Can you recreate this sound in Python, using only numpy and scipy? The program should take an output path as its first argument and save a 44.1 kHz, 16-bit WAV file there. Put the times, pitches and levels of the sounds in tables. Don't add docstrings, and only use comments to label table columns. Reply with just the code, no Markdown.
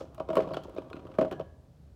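import sys
import numpy as np
from scipy import signal
from scipy.fft import rfft, irfft
from scipy.io import wavfile
from scipy.ndimage import uniform_filter1d

SR = 44100
rng = np.random.default_rng(int(sys.argv[2]) if len(sys.argv) > 2 else 0)


def volts_from_decibels(level):
    exponent = np.asarray(level, float) / 20
    return 10 ** exponent


def pcm_store(signal):
    levels = np.round(np.clip(np.atleast_2d(signal), -1, 1) * 32767)
    wavfile.write(sys.argv[1], SR, levels.astype(np.int16).T)


N = 85995


def evened(x):
    return x / np.sqrt(np.mean(x ** 2) + 1e-20)


def read(points, hz):
    f, value = np.transpose(points)
    return np.interp(np.log(hz + 1), np.log(f + 1), value)


def coloured(x, points):
    gain = volts_from_decibels(read(points, np.fft.rfftfreq(len(x), 1 / SR)))
    return irfft(rfft(x) * evened(gain), len(x))


def add(mix, start_s, sound):
    part = mix[round(start_s * SR):][:len(sound)]
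    part += sound[:len(part)]


def tone(hz, t):
    return np.sin(2 * np.pi * hz * t)


BLOW_S = .0038

# frequency in Hz, level in dB, t60 in seconds.
BIN_MODES = [(153, -12.5, 0.27), (185.6, -12.5, 0.171), (275, -8.5, 0.094), (345, -2, 0.084),
             (417.7, -14, 0.21), (480, -11.5, 0.037), (534, -6, 0.09), (570, -26.5, 0.14), (632, -8, 0.12),
             (670, -16, .06), (774.7, -16.5, 0.14), (953, -10, 0.063), (1089, -1.5, 0.032),
             (1420, -41, 0.13)]


def knock(db, centre_hz, blow_db):
    spread_db, focus_db_per_octave = 2.5, -6.5
    detune, phase_scatter_cycles, rise_s = .012, .3, .003
    t = np.arange(SR // 4) / SR
    hz, mode_db, t60 = np.transpose(BIN_MODES)[:, :, None]
    level, phase, shift = rng.standard_normal((3, len(BIN_MODES), 1))
    octaves_off = abs(np.log2(hz / centre_hz))
    weight = volts_from_decibels(mode_db + spread_db * level + focus_db_per_octave * octaves_off)
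    cycles = hz * (1 + detune * shift) * (t - BLOW_S) + phase_scatter_cycles * phase
    ring = (weight * volts_from_decibels(-60 * t / t60) * np.cos(2 * np.pi * cycles)).sum(0)
    ring *= (1 - np.exp(-(t / rise_s) ** 2)) / np.sqrt((weight ** 2).sum())
    u = t / BLOW_S
    pulse = (u * np.exp(1 - u)) ** 8
    blow = pulse * np.cos(2 * np.pi * centre_hz * 0.92 * (t - BLOW_S))
    return volts_from_decibels(db - 5.5) * (ring + volts_from_decibels(blow_db - 2.5) * blow)


# start in seconds, peak level in dB, centre frequency in Hz, sharpness of the blow in dB.
KNOCKS = [(.009, -26.5, 530, 3), (.039, -38, 570, 9), (.179, -31, 640, -12), (.201, -20, 640, 0.5),
          (.279, -30, 625, -13), (.289, -20, 550, 1.5), (.303, -18, 624, -10), (.331, -22.5, 630, -1),
          (.356, -24, 620, -12), (.368, -8, 530, -1), (0.3787, -14.5, 508, 6.5), (.3885, -15.5, 560, 6),
          (.401, -16.5, 620, -1), (.445, -26.5, 510, 2), (.472, -24, 610, -3), (.508, -22, 640, -15),
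          (.539, -23.5, 640, 1), (.568, -20.5, 660, 3.5), (.652, -34.5, 346, 6.5), (.694, -35, 553, 2.5),
          (.763, -30, 535, 0), (.782, -24.5, 490, 9), (.863, -36.5, 290, -5), (.941, -32, 246, 6.5),
          (.966, -28.5, 345, 3.5),
          (1.051, -33, 345, 0), (1.087, -34.5, 620, -7), (1.185, -11, 480, 3), (1.213, -12, 480, 3),
         (1.222, -23, 600, -3), (1.245, -22, 450, 0), (1.264, -30, 545, 2), (1.314, -21, 420, -1),
         (1.327, -24, 420, -4), (1.398, -22.5, 540, 5.5), (1.409, -32, 550, -4),
          (0.68, -33, 550, 2), (.744, -39, 340, 1), (0.91, -32.5, 560, -2), (0.99, -36.5, 300, 0),
          (1.1, -37, 370, 0), (0.91, -41, 390, -4), (1.145, -41, 390, 0), (2.1, -51.5, 580, -2),
          (.486, -33, 290, -2), (0.47, -29, 310, 0), (.413, -24, 460, -1.5), (0.087, -42, 350, -0.5),
          (.252, -43.5, 320, 0)]


def knocks():
    out = np.zeros(N)
    for start_s, db, hz, blow_db in KNOCKS:
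        add(out, start_s, knock(db, hz, blow_db))
    return out


# start in seconds, peak level in dB.
AIR_BLOWS = [(.179, -35.5), (.201, -28), (.289, -27), (.303, -21.5), (.331, -29), (.356, -30.5),
             (.368, -19), (.3885, -23), (.401, -25), (.441, -35), (.472, -34), (.5, -34), (.512, -30.5),
             (.54, -33), (.568, -29), (.763, -38), (1.185, -15), (1.213, -17), (1.398, -34), (1.25, -32),
             (1.264, -32)]


def air():
    air_hz, t60_s, rise_s, detune = 634, .11, .003, 0.0065
    out, t = np.zeros(N), np.arange(SR // 4) / SR
    for start_s, db in AIR_BLOWS:
        hz = air_hz * (1 + detune * rng.standard_normal())
        envelope = volts_from_decibels(db - 60 * t / t60_s) * (1 - np.exp(-t / rise_s))
        add(out, start_s, envelope * np.cos(2 * np.pi * hz * (t - BLOW_S)))
    return out


# start in seconds, peak level in dB, ring in
# Hz, relative treble snap in dB.
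TICKS = [(0.0074, -47, 2270, -25), (0.146, -50, 2950, -2), (0.1534, -63.5, 2150, -15),
         (0.1792, -47.5, 2640, -32), (0.1993, -38.5, 2400, -41), (0.2877, -38.5, 2360, -29),
         (0.3023, -35.5, 2420, -43), (0.3306, -39, 2270, -19), (0.3539, -30, 2510, -10.5),
         (0.368, -26, 2680, -20), (0.3761, -33, 2513, -28), (0.404, -33.5, 2270, -33),
         (0.4213, -40, 3070, -23), (0.5156, -45.5, 2600, -28), (0.5357, -34.5, 2460, -16),
         (0.5428, -33.5, 3110, -22), (0.5682, -30.5, 2990, -33), (0.635, -47.5, 3200, -8),
         (0.6456, -50, 3300, -15), (0.3887, -41, 2820, -25), (0.436, -45, 2910, -25),
         (.453, -49, 2680, -30), (.4751, -47, 2430, -25), (.488, -46, 3010, -25), (.506, -51, 4400, -25),
         (0.6946, -50.5, 2370, -10), (0.7484, -58, 2310, -2), (0.7635, -45, 2280, -25),
         (0.7747, -44.5, 3420, -31), (0.7825, -40, 2420, -23), (0.8186, -49.5, 2560, -23),
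         (0.901, -47, 2960, -13), (0.9303, -41.5, 3880, -25), (.956, -49, 2613, -20),
              (0.966, -44.5, 2530, -30), (1.1165, -51, 2400, -23), (1.281, -51, 2290, -30),
              (0.9937, -49, 2520, -39), (1.051, -51.5, 2190, -28), (1.069, -49, 2900, -20),
              (1.1406, -51, 2230, -23), (1.151, -48.5, 2350, -28.5), (1.1854, -29.5, 2170, -26),
              (1.1938, -39.5, 2170, -32), (1.2118, -29.5, 2244, -35), (1.225, -37.5, 2520, -30),
              (1.2486, -39.5, 2060, -26), (1.3125, -34.5, 2280, -15.5), (1.3244, -34.5, 3086, -23),
              (1.3966, -40.5, 2540, -39), (1.409, -46, 2850, -36)]
# frequency in Hz, level in dB.
CRACK_SPECTRUM = [(700, 4), (1300, 9.5), (2000, -12.5), (3000, -5.5), (5000, -17.5), (9000, -30),
                  (16000, -60)]


def ticks():
    crack_t60_s, snap_t60_s, ring_t60_s = 0.052, 0.019, .03
    crack, snap, ring = np.zeros((3, N))
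    t = np.arange(2600) / SR
    rise = np.minimum(t / 0.00048, 1)
    for start_s, db, hz, snap_db in TICKS:
        crack_noise, snap_noise, fuzz = rng.standard_normal((3, len(t)))
        add(crack, start_s, volts_from_decibels(db - 60 * t / crack_t60_s) * crack_noise * rise)
        add(snap, start_s, volts_from_decibels(db + snap_db - 60 * t / snap_t60_s) * snap_noise * rise)
        pair = tone(hz, t) + volts_from_decibels(-13) * tone(hz * 0.36, t)
        fuzz = evened(uniform_filter1d(fuzz, size=50))
        add(ring, start_s, volts_from_decibels(db - 6 - 60 * t / ring_t60_s) * pair * rise * fuzz)
    treble = signal.butter(1, [5500, 15000], "band", fs=SR, output="sos")
    return volts_from_decibels(-2.5) * (coloured(crack, CRACK_SPECTRUM) + ring) + volts_from_decibels(-1.5) * signal.sosfilt(treble, snap)


# start in
# seconds, peak level in dB, frequency in Hz, t60 in seconds.
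CLACKS = [(.9303, -36, 2530, 0.013), (.9303, -46, 3900, .012), (.202, -36, 1150, .05),
          (.9303, -37, 1420, 0.024), (.5355, -39, 4390, 0.016), (.5445, -40, 3300, .02),
          (.568, -41, 3030, 0.028), (.6355, -55, 4380, .015), (1.409, -50, 3040, .03),
          (.526, -54, 4950, 0.018), (.507, -56, 2400, .03), (.619, -54, 2950, .025),
          (.369, -18.5, 1110, 0.04), (0.508, -35.5, 1086, 0.05), (.537, -31, 1130, 0.05),
          (.331, -38, 950, .04), (.445, -40, 1130, 0.036), (.654, -45, 910, 0.038), (1.188, -22, 235, 0.08),
          (1.216, -27, 272, .08), (1.187, -30, 965, 0.047), (1.187, -29.5, 1110, .05),
          (1.187, -35, 1400, .035), (1.213, -32, 973, 0.044), (1.224, -39, 1500, 0.035),
          (1.325, -39.5, 785, 0.12), (1.402, -37.5, 155.6, 0.18), (1.8, -50, 160, 0.31),
          (.783, -45.5, 2430, 0.031)]


def clacks():
    out, t = np.zeros(N), np.arange(SR // 2) / SR
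    for start_s, db, hz, t60 in CLACKS:
        add(out, start_s, volts_from_decibels(db - 60 * t / t60) * tone(hz, t) * np.minimum(t / 0.0012, 1))
    return out


# start in seconds, level in dB.
LANDINGS = [
    (1.224, -60),
    (1.315, -49),
    (1.409, -55.5),
]
# frequency in Hz, level in dB, t60 in seconds.
STIFF_TOY_MODES = [
    (1665, -8, 0.55),
    (1810, -11, 0.15),
    (3050, -15, 0.22),
]


def landings():
    out, t = np.zeros(N), np.arange(SR // 2) / SR
    for start_s, db in LANDINGS:
        for hz, mode_db, t60 in STIFF_TOY_MODES:
            rocking = evened(uniform_filter1d(rng.standard_normal(len(t)), size=500))
            add(out, start_s, rocking * volts_from_decibels(db + mode_db - 60 * t / t60) * tone(hz, t))
    return out


def grains(per_s, spread_db):
    size = volts_from_decibels(spread_db * np.minimum(rng.exponential(1, N), 3))
    return size * (rng.random(N) < per_s / SR)


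# time in seconds, bump level in dB, rub level in dB.
STIR = [(0, -46, -47.5), (.07, -54.5, -63.5), (.275, -56.5, -67), (.34, -44, -52), (0.374, -35, -49),
        (.435, -44, -51), (.45, -42, -57), (.53, -39, -55), (.6, -48.5, -59), (.7, -55.5, -59),
        (.87, -49, -61), (.98, -50.5, -66), (1.168, -54, -59), (1.238, -31.5, -66), (1.3, -50, -63),
        (1.392, -43.5, -91), (1.49, -58.5, -99), (1.66, -68.5, -99)]
# frequency in Hz, level in dB.
RUSTLE_SPECTRUM = [(700, 11.5), (1300, 10), (2000, -5), (3000, -2.5), (5500, -13), (8000, -22.5),
                   (16000, -27.5)]


def stirring():
    s, stir_db, rub_db = np.transpose(STIR)
    times = np.r_[s, s[-1] + .1]
    now = np.arange(N) / SR
    stir_db, rub_db = (np.interp(now, times, np.r_[db, db[-1] - 20]) for db in (stir_db, rub_db))
    bumps = np.zeros(N)
    for hz in (165, 280, 380, 430, 640, 780):
        contacts = grains(per_s=100, spread_db=1.5)
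        bumps += signal.oaconvolve(contacts, knock(0, hz, 0))[:N]
    t = np.arange(1500) / SR
    shape = signal.oaconvolve(grains(per_s=2500, spread_db=2.5), volts_from_decibels(-60 * t / 0.0083))[:N]
    shape /= uniform_filter1d(shape, size=3000)
    rustle = coloured(shape * rng.standard_normal(N), RUSTLE_SPECTRUM)
    return volts_from_decibels(stir_db - 1.5) * evened(bumps) + volts_from_decibels(rub_db - 2) * evened(rustle)


# start in seconds, level in dB, t60 in seconds.
SCRAPES = [
    (0, -58, 0.21),
    (0.637, -55, 0.076),
]


def scrapes():
    out, t = np.zeros(N), np.arange(SR // 4) / SR
    for start_s, db, t60 in SCRAPES:
        grit = rng.standard_normal(len(t)) * rng.exponential(1, len(t))
        add(out, start_s, volts_from_decibels(db - 60 * t / t60) * grit)
    return signal.sosfilt(signal.butter(2, [3800, 6800], "band", fs=SR, output="sos"), out)


# frequency in Hz, t60 in seconds.
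ROOM_DECAY = [(150, 0.23), (600, 0.28), (2000, 0.35), (8000, 0.31)]


def room(x):
    hz, t, z = signal.stft(rng.standard_normal(SR // 2), SR, nperseg=256)
    decay = volts_from_decibels(-60 * t / read(ROOM_DECAY, hz)[:, None])
    tail = signal.istft(z * decay, SR, nperseg=256)[1]
    tail = np.r_[np.zeros(300), tail]
    return signal.fftconvolve(x, tail / np.linalg.norm(tail))[:N]


# frequency in Hz, level in dB per Hz.
HUM_SPECTRUM = [(72, -2), (108, -5.5), (285, -21), (430, -27), (560, -24.5), (1000, -37), (2200, -46),
                (4500, -47), (16000, -58.5)]


def hum():
    return volts_from_decibels(-51.5) * evened(coloured(rng.standard_normal(N), HUM_SPECTRUM))


def scene():
    toys = knocks() + air() + ticks() + clacks() + landings() + stirring() + scrapes()
    return (toys + volts_from_decibels(-12) * room(toys) + hum())[None]


def roll_off(x):
    return signal.sosfilt(signal.butter(12, 16440, fs=SR, output="sos"), x)


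def record(dry):
    limit, low_hz, high_hz = .36, 56.6, 17400
    x = limit * np.tanh(dry / limit)
    x = signal.sosfilt(signal.butter(6, low_hz, "high", fs=SR, output="sos"), x)
    x = signal.sosfilt(signal.cheby2(10, 50, high_hz, fs=SR, output="sos"), x)
    return roll_off(x)


dry = scene()
out = record(dry)
pcm_store(out)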